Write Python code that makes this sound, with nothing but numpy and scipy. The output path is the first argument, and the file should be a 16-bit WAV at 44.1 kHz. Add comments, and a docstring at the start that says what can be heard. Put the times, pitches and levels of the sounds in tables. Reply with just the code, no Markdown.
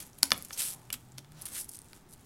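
"""Hook-and-loop strips on a canvas tent flap are worked along a trailer's side, in a large showroom.
From the start the hall rumbles (filtered noise), the canvas rustles and hooks let go (random tiny clicks).
From 0.23 s a stiff edge snaps, the trailer body booms and the panel is knocked (damped ringing).
Long rips come at 0.56, 1.5, 1.7 and 2.1 s, with single ticks between; from 0.7 to 1.46 s a faint low
drone (a gliding sine) ends higher than it began. Short echoes surround all but the booms and the hall."""
import sys
import numpy as np
from scipy import signal
from scipy.fft import rfft, irfft
from scipy.io import wavfile

SR = 44100
rng = np.random.default_rng(int(sys.argv[2]) if len(sys.argv) > 2 else 0)


def transcribe(u):
    """Save the signal u as a 16-bit wav file named by the first command-line argument.

    u: samples, shape (n,) or (channels, n), limited to [-1, 1]; the rate is SR.
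    q: integer samples, one column per channel.
    """
    v = np.clip(np.atleast_2d(u).T, -1, 1)
    q = np.round(v * 32767).astype(np.int16)
    wavfile.write(sys.argv[1], SR, q)


N = 99225  # length in samples: 2.25 s


def undb(db):
    """Turn decibels into a plain multiplier."""
    return 10 ** (np.asarray(db) / 20)


def unit(x):
    """Scale to an rms of 1."""
    return x / np.sqrt(np.mean(x ** 2))


def colour(x, points):
    """Filter x through (f/Hz, level/dB) points, with no sound before its cause (minimum phase)."""
    hz, db = np.array(points).T
    size = 8192
    log_f = np.log(np.fft.rfftfreq(size, 1 / SR) + 1)
    gain = undb(np.interp(log_f, np.log(hz), db))
    # folding the cepstrum forward moves all the energy as early as it can go
    cepstrum = irfft(np.log(gain))
    cepstrum[1:size // 2] *= 2
    cepstrum[size // 2 + 1:] = 0
    response = irfft(np.exp(rfft(cepstrum)))
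    return signal.fftconvolve(x, response)[:len(x)]


def resonance(f, hz, width_hz):
    """Response of one damped way of ringing, gain 1 at its centre; a wider one dies sooner."""
    return 1j * f * width_hz / (hz ** 2 - f ** 2 + 1j * f * width_hz)


def ring(x, hz, width_hz):
    """Pass x through one resonance."""
    f = np.fft.rfftfreq(2 * N, 1 / SR)
    return irfft(rfft(x, 2 * N) * resonance(f, hz, width_hz))[:N]


def add(out, start, x):
    """Mix x into out from a start time in s."""
    i = max(int(start * SR), 0)
    out[i:i + len(x)] += x[:max(N - i, 0)]


def curve(times, db):
    """Multiplier following a dB curve, practically silent outside it."""
    return undb(np.interp(np.arange(N) / SR, times, db, left=-120, right=-120))


def grains(per_s, scatter_db):
    """Random tiny clicks, a few much stronger than the rest."""
    size = undb(scatter_db * np.minimum(rng.exponential(size=N), 5))
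    happens = rng.random(N) < per_s / SR
    return happens * size * rng.choice([-1, 1], N)


# tone of the hall's steady noise: f/Hz, relative level/dB (per Hz)
HALL_COLOUR = [(15, 0), (25, -2.5), (134, 2.5), (256, -3.5), (309, -6.5), (384, -6.5), (516, -16),
               (887, -11.5), (988, -18), (1160, -16), (2840, -26), (3430, -24.5), (7710, -31.5),
               (10400, -36.5), (16000, -31.5)]
HALL_DB = -57.5  # rms level of that noise
# low drone: t/s, f/Hz, rms level/dB
DRONE_PATH = [(0.699, 124, -70), (.88, 123.6, -61.5), (1.0, 120.5, -60.5), (1.10, 127.2, -56.5),
              (1.18, 131.8, -51), (1.24, 140, -60.5), (1.31, 148.7, -55.5), (1.39, 157, -56.5),
              (1.461, 165, -81)]


def hall():
    """Steady rumble and hiss from filtered noise, with a low sine drone that climbs like a far engine."""
    times, hz, db = np.array(DRONE_PATH).T
    pitch = np.interp(np.arange(N) / SR, times, hz)
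    phase = 2 * np.pi * np.cumsum(pitch) / SR
    drone = np.sqrt(2) * np.sin(phase) * curve(times, db)
    noise = unit(colour(rng.standard_normal(N), HALL_COLOUR))
    return undb(HALL_DB) * noise + drone


# handling of the canvas: t/s, level/dB
RUSTLE_LEVEL = [(0, -49), (.12, -66.5), (.22, -63.5), (.38, -53.5), (.47, -59), (.55, -51), (.8, -64.5),
                (1.02, -65.5), (1.16, -70.5), (1.3, -72), (1.41, -66), (1.52, -52), (1.68, -64.5),
                (1.88, -64.5), (1.97, -59), (2.04, -75.5), (2.25, -64.5)]
# tone of the creases: f/Hz, relative level/dB
CREASE_COLOUR = [(300, 4), (900, 0), (2000, 0), (4500, -2), (7500, 5), (11000, 3.5), (13000, -1),
                 (16000, -8.5)]
CREASES_PER_S, CREASE_SCATTER_DB = 2500, 3.5
# cloth sliding over the panel: middle t/s, level/dB, half length t/s, centre f/Hz, width f/Hz
CLOTH_SLIDES = [(.74, -63, 0.16, 820, 243), (1.402, -58.5, .045, 4200, 4414),
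                (1.422, -60.5, 0.096, 880, 916), (1.566, -51.5, 0.028, 1610, 1370)]


def canvas():
    """Small creases crackle as the flap is handled; now and then the cloth slides softly, as a noise swell."""
    t = np.arange(N) / SR
    creases = unit(colour(grains(CREASES_PER_S, CREASE_SCATTER_DB), CREASE_COLOUR))
    out = curve(*np.array(RUSTLE_LEVEL).T) * creases
    for middle, db, half, hz, width in CLOTH_SLIDES:
        swell = np.exp(-((t - middle) / half) ** 2)
        out += undb(db) * swell * unit(ring(rng.standard_normal(N), hz, width))
    return out


# short tugs on the strip: t/s, level/dB, attack t/s, decay t/s, and, relative to that level,
# backing's rasp level/dB; then f/Hz of the taut strip and its ring's relative level/dB
STRIP_TUGS = [(.002, -46, 0.0015, 0.019, -3.5, 10300, -11), (.175, -59, 0.01, 0.0057, 0, 11600, 4),
              (0.2261, -35, .001, 0.0053, -9, 9500, -12.5), (0.3053, -31.5, 0.00073, .0015, -4, 5800, 0),
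              (.350, -63, 0.0042, 0.019, 9.5, 10800, 15.5),
              (0.446, -44.5, 0.0033, 0.0057, -13.5, 7400, -25), (0.523, -40.5, 0.0076, 0.013, -12, 6017, 0),
              (.9250, -27.5, 0.0041, 0.0039, -8, 12200, -11.5),
              (0.937, -39, 0.0024, 0.0082, -1.5, 3220, -12.5), (1.177, -52, .004, 0.0083, 3.5, 5950, -1),
              (1.415, -46, 0.0049, 0.0093, -21, 10700, -15),
              (1.456, -37.5, 0.00071, 0.0071, -7.5, 9700, -2), (1.477, -49, 0.0047, 0.014, -5.5, 9700, -2)]
# long peels, one list each: t/s, hooks' crackle level/dB, backing's rasp level/dB (both before the trims)
LONG_PEELS = [
    [(0.56, -63, -58), (0.582, -33, -45.5), (0.6, -30, -38.5), (0.642, -32, -45), (0.742, -41.5, -56),
     (0.76, -57.5, -74), (0.775, -61, -69)],
    [(1.515, -57, -71), (1.529, -43.5, -59.5), (1.571, -36, -44.5), (1.615, -38, -59.5), (1.625, -43, -72),
     (1.647, -48.5, -65), (1.665, -67, -86)],
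    [(1.685, -60.5, -76), (1.693, -39, -72), (1.705, -59.5, -88), (1.713, -45, -71), (1.727, -49, -74),
     (1.733, -43, -58.5), (1.773, -44, -67), (1.781, -70.5, -67), (1.785, -64, -60)],
    [(2.08, -92, -83), (2.086, -65, -93), (2.09, -60, -71), (2.104, -59.5, -95), (2.118, -54, -71),
     (2.14, -48.5, -64), (2.155, -75, -79)],
]
HOOK_TRIM_DB, BACKING_TRIM_DB = -5, -.5  # added to the two levels of the long peels
# tone of the hooks' crackle: f/Hz, relative level/dB
HOOK_TONE = [(2500, -28.5), (5000, -5), (7000, -4.5), (8200, 0), (8900, -1.5), (9600, -1.5), (11000, 1),
             (12500, -2), (14000, -6), (16000, -24)]
# tone of the woven backing: f/Hz, relative level/dB
BACKING_TONE = [(300, -32.5), (800, -14), (1300, -3.5), (2200, 1.5), (3200, 5.5), (4500, 5), (5600, -6),
                (8000, -11)]
# ringing pitch in long peels, which climbs in the first, rises then falls in the second,
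# and falls then holds after that: t/s, f/Hz
STRIP_GLIDE = [(.58, 8500), (.64, 9300), (.68, 9700), (.75, 10240), (1.53, 8640), (1.60, 10400),
               (1.74, 9300)]
STRIP_RING_DB, PEEL_WIDTH_HZ = -5.5, 850  # ring in a long peel, relative to its crackle
STRIP_WIDTH_HZ = 1000  # ring in a tug
HOOKS_PER_S, HOOK_SCATTER_DB = 15000, 2.3  # rate is at the hardest pull
DENSITY_POWER = 1  # a gentler pull frees fewer hooks
CATCH_PER_S, CATCH_DB = 200, 1.2  # rows of hooks hold and give way


def rips():
    """Hooks let go, denser under a harder pull; they crackle, ring the taut strip and pluck the backing."""
    t = np.arange(N) / SR
    peeling, rasp = np.zeros(N), np.zeros(N)
    for peel in LONG_PEELS:
        times, hook_db, backing_db = np.array(peel).T
        peeling += curve(times, hook_db + HOOK_TRIM_DB)
        rasp += curve(times, backing_db + BACKING_TRIM_DB)
    pulls = []
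    for start, db, attack, decay, *_ in STRIP_TUGS:
        rise = np.clip((t - start) / attack, 0, 1)
        fall = np.exp(-np.maximum(t - start - attack, 0) / decay)
        pulls.append(undb(db) * rise * fall)
    crackle = peeling + sum(pulls)

    rate = HOOKS_PER_S * np.maximum(crackle / crackle.max(), .03) ** DENSITY_POWER
    row = np.arange(N) // int(SR / CATCH_PER_S)
    catch = undb(CATCH_DB * rng.standard_normal(N)[row])
    # dividing by the root of the rate keeps density from changing the loudness
    hooks = catch * grains(rate, HOOK_SCATTER_DB) / np.sqrt(rate)

    # a resonance that glides: turn its pitch down to zero, smooth, and turn it back up
    turn = np.exp(2j * np.pi * np.cumsum(np.interp(t, *np.array(STRIP_GLIDE).T)) / SR)
    memory = np.exp(-np.pi * PEEL_WIDTH_HZ / SR)
    gliding = turn * signal.lfilter([1], [1, -memory], hooks / turn)
    strip = peeling * undb(STRIP_RING_DB) * unit(gliding.real)
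    for pull, (*_, body_db, hz, ring_db) in zip(pulls, STRIP_TUGS):
        rasp += pull * undb(body_db)
        strip += pull * undb(ring_db) * unit(ring(hooks, hz, STRIP_WIDTH_HZ))
    plucks = hooks * rng.choice([-1, 1], N)
    hook_sound = crackle * unit(colour(hooks, HOOK_TONE))
    backing_sound = rasp * unit(colour(plucks, BACKING_TONE))
    return strip + hook_sound + backing_sound


# single hooks letting go: t/s (before the lag), peak level/dB (before the trim), f/Hz
SINGLE_HOOKS = [(0.0273, -25, 10000), (0.066, -31, 11600), (0.1311, -38, 5900), (0.1865, -25.5, 10500),
                (0.3263, -17, 10100), (0.3324, -14.5, 11300), (0.377, -18.5, 11000), (0.3814, -27, 11500),
                (0.4234, -18, 11050), (0.4494, -28, 11280), (0.4843, -30, 9950), (0.4964, -37, 6420),
                (1.0859, -45, 7890), (1.1194, -35.5, 7300), (1.1817, -27, 5500), (1.3936, -37, 9220),
                (1.4134, -25, 10700), (1.4187, -19.5, 10800), (1.4244, -29, 11100), (1.4541, -17, 10000),
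                (1.5294, -27, 10500), (1.5964, -28, 10100), (1.6114, -20, 10500), (1.6444, -27.5, 10200),
                (1.6901, -36, 10400), (1.7145, -30, 9200), (1.7684, -35, 9200), (1.7888, -23, 9400),
                (1.8168, -29.5, 8950), (1.8442, -37, 9960), (1.8587, -42, 9510), (1.8846, -38, 7800),
                (2.136, -34, 10800), (2.2099, -39, 9680)]
TICK_TRIM_DB, TICK_LAG_S = -5, 0.0011  # added to every level and every time
TICK_WIDTH_HZ, TICK_CRACK = 730, 0.12  # TICK_CRACK is the share of a duller crack


def ticks():
    """A lone hook cracks free and rings for under a millisecond."""
    out, f = np.zeros(N), np.fft.rfftfreq(512, 1 / SR)
    for start, db, hz in SINGLE_HOOKS:
        crack = TICK_CRACK * resonance(f, hz=5800, width_hz=1700)
        click = irfft(resonance(f, hz, TICK_WIDTH_HZ) + crack)
        add(out, start + TICK_LAG_S, click / np.abs(click).max() * undb(db + TICK_TRIM_DB))
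    return out


BASS_HZ, TREBLE_HZ = 3400, 7000  # bass acts below the first, treble above the second
CONTACT_HZ = 14500  # each blow fades out above this
BOOST_WIDTH_OCT = 0.27


def blows(modes, events):
    """Each blow rings the modes, weighted by where it lands; bending waves bring the lows a little later."""
    out, f = np.zeros(N), np.fft.rfftfreq(4096, 1 / SR) + 1
    body = sum(undb(db) * resonance(f, hz, width) for hz, width, db in modes)
    for start, db, bass_db, treble_db, lag_ms, boost_hz, boost_db in events:
        bass = bass_db / (1 + (f / BASS_HZ) ** 8)
        treble = treble_db / (1 + (TREBLE_HZ / f) ** 8)
        boost = boost_db * np.exp(-(np.log2(f / boost_hz) / BOOST_WIDTH_OCT) ** 2)
        tone = undb(db + bass + treble + boost) / (1 + (f / CONTACT_HZ) ** 10)
        bend = np.exp(-4j * np.pi * lag_ms * np.sqrt(f / 1000))
        # 128 samples of room ahead of the blow keep its onset whole
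        add(out, start - 128 / SR, np.roll(irfft(body * tone * bend), 128))
    return out


# ways the strip's stiff edge rings: f/Hz, width f/Hz, relative level/dB
EDGE_MODES = [(262, 70, -18.5), (1000, 250, -15), (1536, 110, -8.5), (2350, 680, -11), (3170, 300, -16),
              (4640, 400, -1), (5150, 1200, -2.5), (6890, 400, -5.5), (7900, 330, -8.5), (9650, 1700, -1.5),
              (10900, 860, -3.5), (14200, 1200, -7)]
# snaps of the edge: t/s, relative level/dB, bass level/dB, treble level/dB,
# lag of the 1 kHz bending wave t/ms, f/Hz that the contact point favours, its boost level/dB
EDGE_SNAPS = [(.2308, 17, 0, 0, 0.21, 4730, 1.5), (.3060, -14.5, 17, -8, 1.6, 5900, -1),
              (1.1825, -17, 11, 3, 1.014, 596, 14.5), (1.9318, -24, 16, 0, 0.86, 4200, 6.5)]


def edge_snaps():
    """The strip's stiff edge snaps and rings in its own modes."""
    return blows(EDGE_MODES, EDGE_SNAPS)


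# booms of the hollow trailer body under firmer presses: t/s, level/dB (before the fades), f/Hz, decay t/s
BODY_BOOMS = [(0.231, -42.5, 276.3, .04), (.319, -50, 283, .035), (.93, -49.5, 255.3, 0.033),
              (1.184, -54, 300, 0.026)]


def booms():
    """A firm press sets the hollow body ringing low and briefly, as a fading sine."""
    out, t = np.zeros(N), np.arange(SR // 2) / SR
    soft_start = np.minimum(t / 0.0028, 1)
    for start, db, hz, decay in BODY_BOOMS:
        add(out, start, undb(db) * np.sin(2 * np.pi * hz * t) * np.exp(-t / decay) * soft_start)
    return out


# ways the trailer's side panel rings: f/Hz, width f/Hz, relative level/dB
PANEL_MODES = [(100, 60, -11), (223, 83, -4.5), (583, 270, -9.5), (747, 108, -6), (1260, 270, 3),
               (1770, 200, 1.5), (2240, 340, 2), (2890, 120, 3), (3440, 225, 5), (4360, 700, 1.5),
               (4950, 200, -13), (8570, 230, -1.5), (10000, 1300, -14), (11600, 450, -23),
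               (14400, 1300, -17.5)]
# knocks on the panel: t/s, relative level/dB, bass level/dB, treble level/dB,
# lag of the 1 kHz bending wave t/ms, f/Hz that the contact point favours, its boost level/dB
PANEL_KNOCKS = [(0.318, 12.5, -0.5, -6.5, 1.56, 4730, 2), (0.5071, -19, 9, -9, 1.04, 1510, 4.5),
                (0.9033, -16, 4, 7.5, 0.47, 2720, 13.7), (0.9414, -24.5, 11, -10, 0.98, 2300, 4),
                (1.2460, -31.5, 3, 0, 1.05, 3530, 4), (1.3202, -31.5, 0, 12, 1.06, 1600, 5.3),
                (1.466, -24, 6, 2, 1.62, 3300, 4)]


def panel_knocks():
    """Knocks set the trailer's side panel ringing in its own modes."""
    return blows(PANEL_MODES, PANEL_KNOCKS)


# reflections from floor and trailer side: delay t/s, level/dB (before the echo tone)
NEAR_ECHOES = [(.0075, -21), (0.01, -22), (0.0245, -25.5)]
# tone of the reflections: f/Hz, relative level/dB
ECHO_TONE = [(1000, 0), (3400, 0.5), (4600, -6), (6500, 0), (11000, 0)]
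ECHO_SMEAR_S = 0.00069
# tent's reverberation: band f/Hz, time to fall by 60 dB t/s, relative level/dB
TENT_TAIL = [(280, 0.39, -1.5), (600, 0.22, -5), (1300, 0.25, -13.5), (3300, 0.25, -16),
             (4640, 0.58, -26.5), (7200, 0.18, -12), (11200, 0.33, -21.5)]


def tent(x):
    """A few scattered near reflections, then a short diffuse tail of fading noise bands."""
    t = np.arange(SR // 2) / SR
    response = np.zeros(len(t))
    response[0] = 1  # the direct sound
    for delay, db in NEAR_ECHOES:
        smear = (t >= delay) * np.exp(-np.abs(t - delay) / ECHO_SMEAR_S)
        scatter = rng.standard_normal(len(t)) * smear
        response += undb(db) * colour(scatter / np.sqrt(np.sum(scatter ** 2)), ECHO_TONE)
    log_f = np.log(np.fft.rfftfreq(len(t), 1 / SR) + 1)
    centres = np.log([row[0] for row in TENT_TAIL])
    # each row of the identity matrix makes one band that overlaps its neighbours
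    for share, (hz, t60, db) in zip(np.eye(len(TENT_TAIL)), TENT_TAIL):
        fade = np.exp(-np.log(1000) * t / t60) * np.minimum(t / 0.001, 1)
        band_gain = np.sqrt(np.interp(log_f, centres, share))
        band = irfft(rfft(rng.standard_normal(len(t))) * band_gain)
        response += undb(db) * band * fade / np.sqrt(np.sum(fade ** 2))
    return signal.fftconvolve(x, response)[:N]


def scene():
    """Strip, panel and canvas sound inside the tent, over the booms and the hall's background."""
    near = canvas() + rips() + ticks() + edge_snaps() + panel_knocks()
    return (tent(near) + booms() + hall())[None]


TOP_HZ = 15800


def record(dry):
    """The recorder clips at full scale and cuts the top."""
    low_pass = signal.ellip(8, .2, 70, TOP_HZ, fs=SR, output="sos")
    return signal.sosfilt(low_pass, np.clip(dry, -1, 1))


dry = scene()
out = record(dry)
transcribe(out)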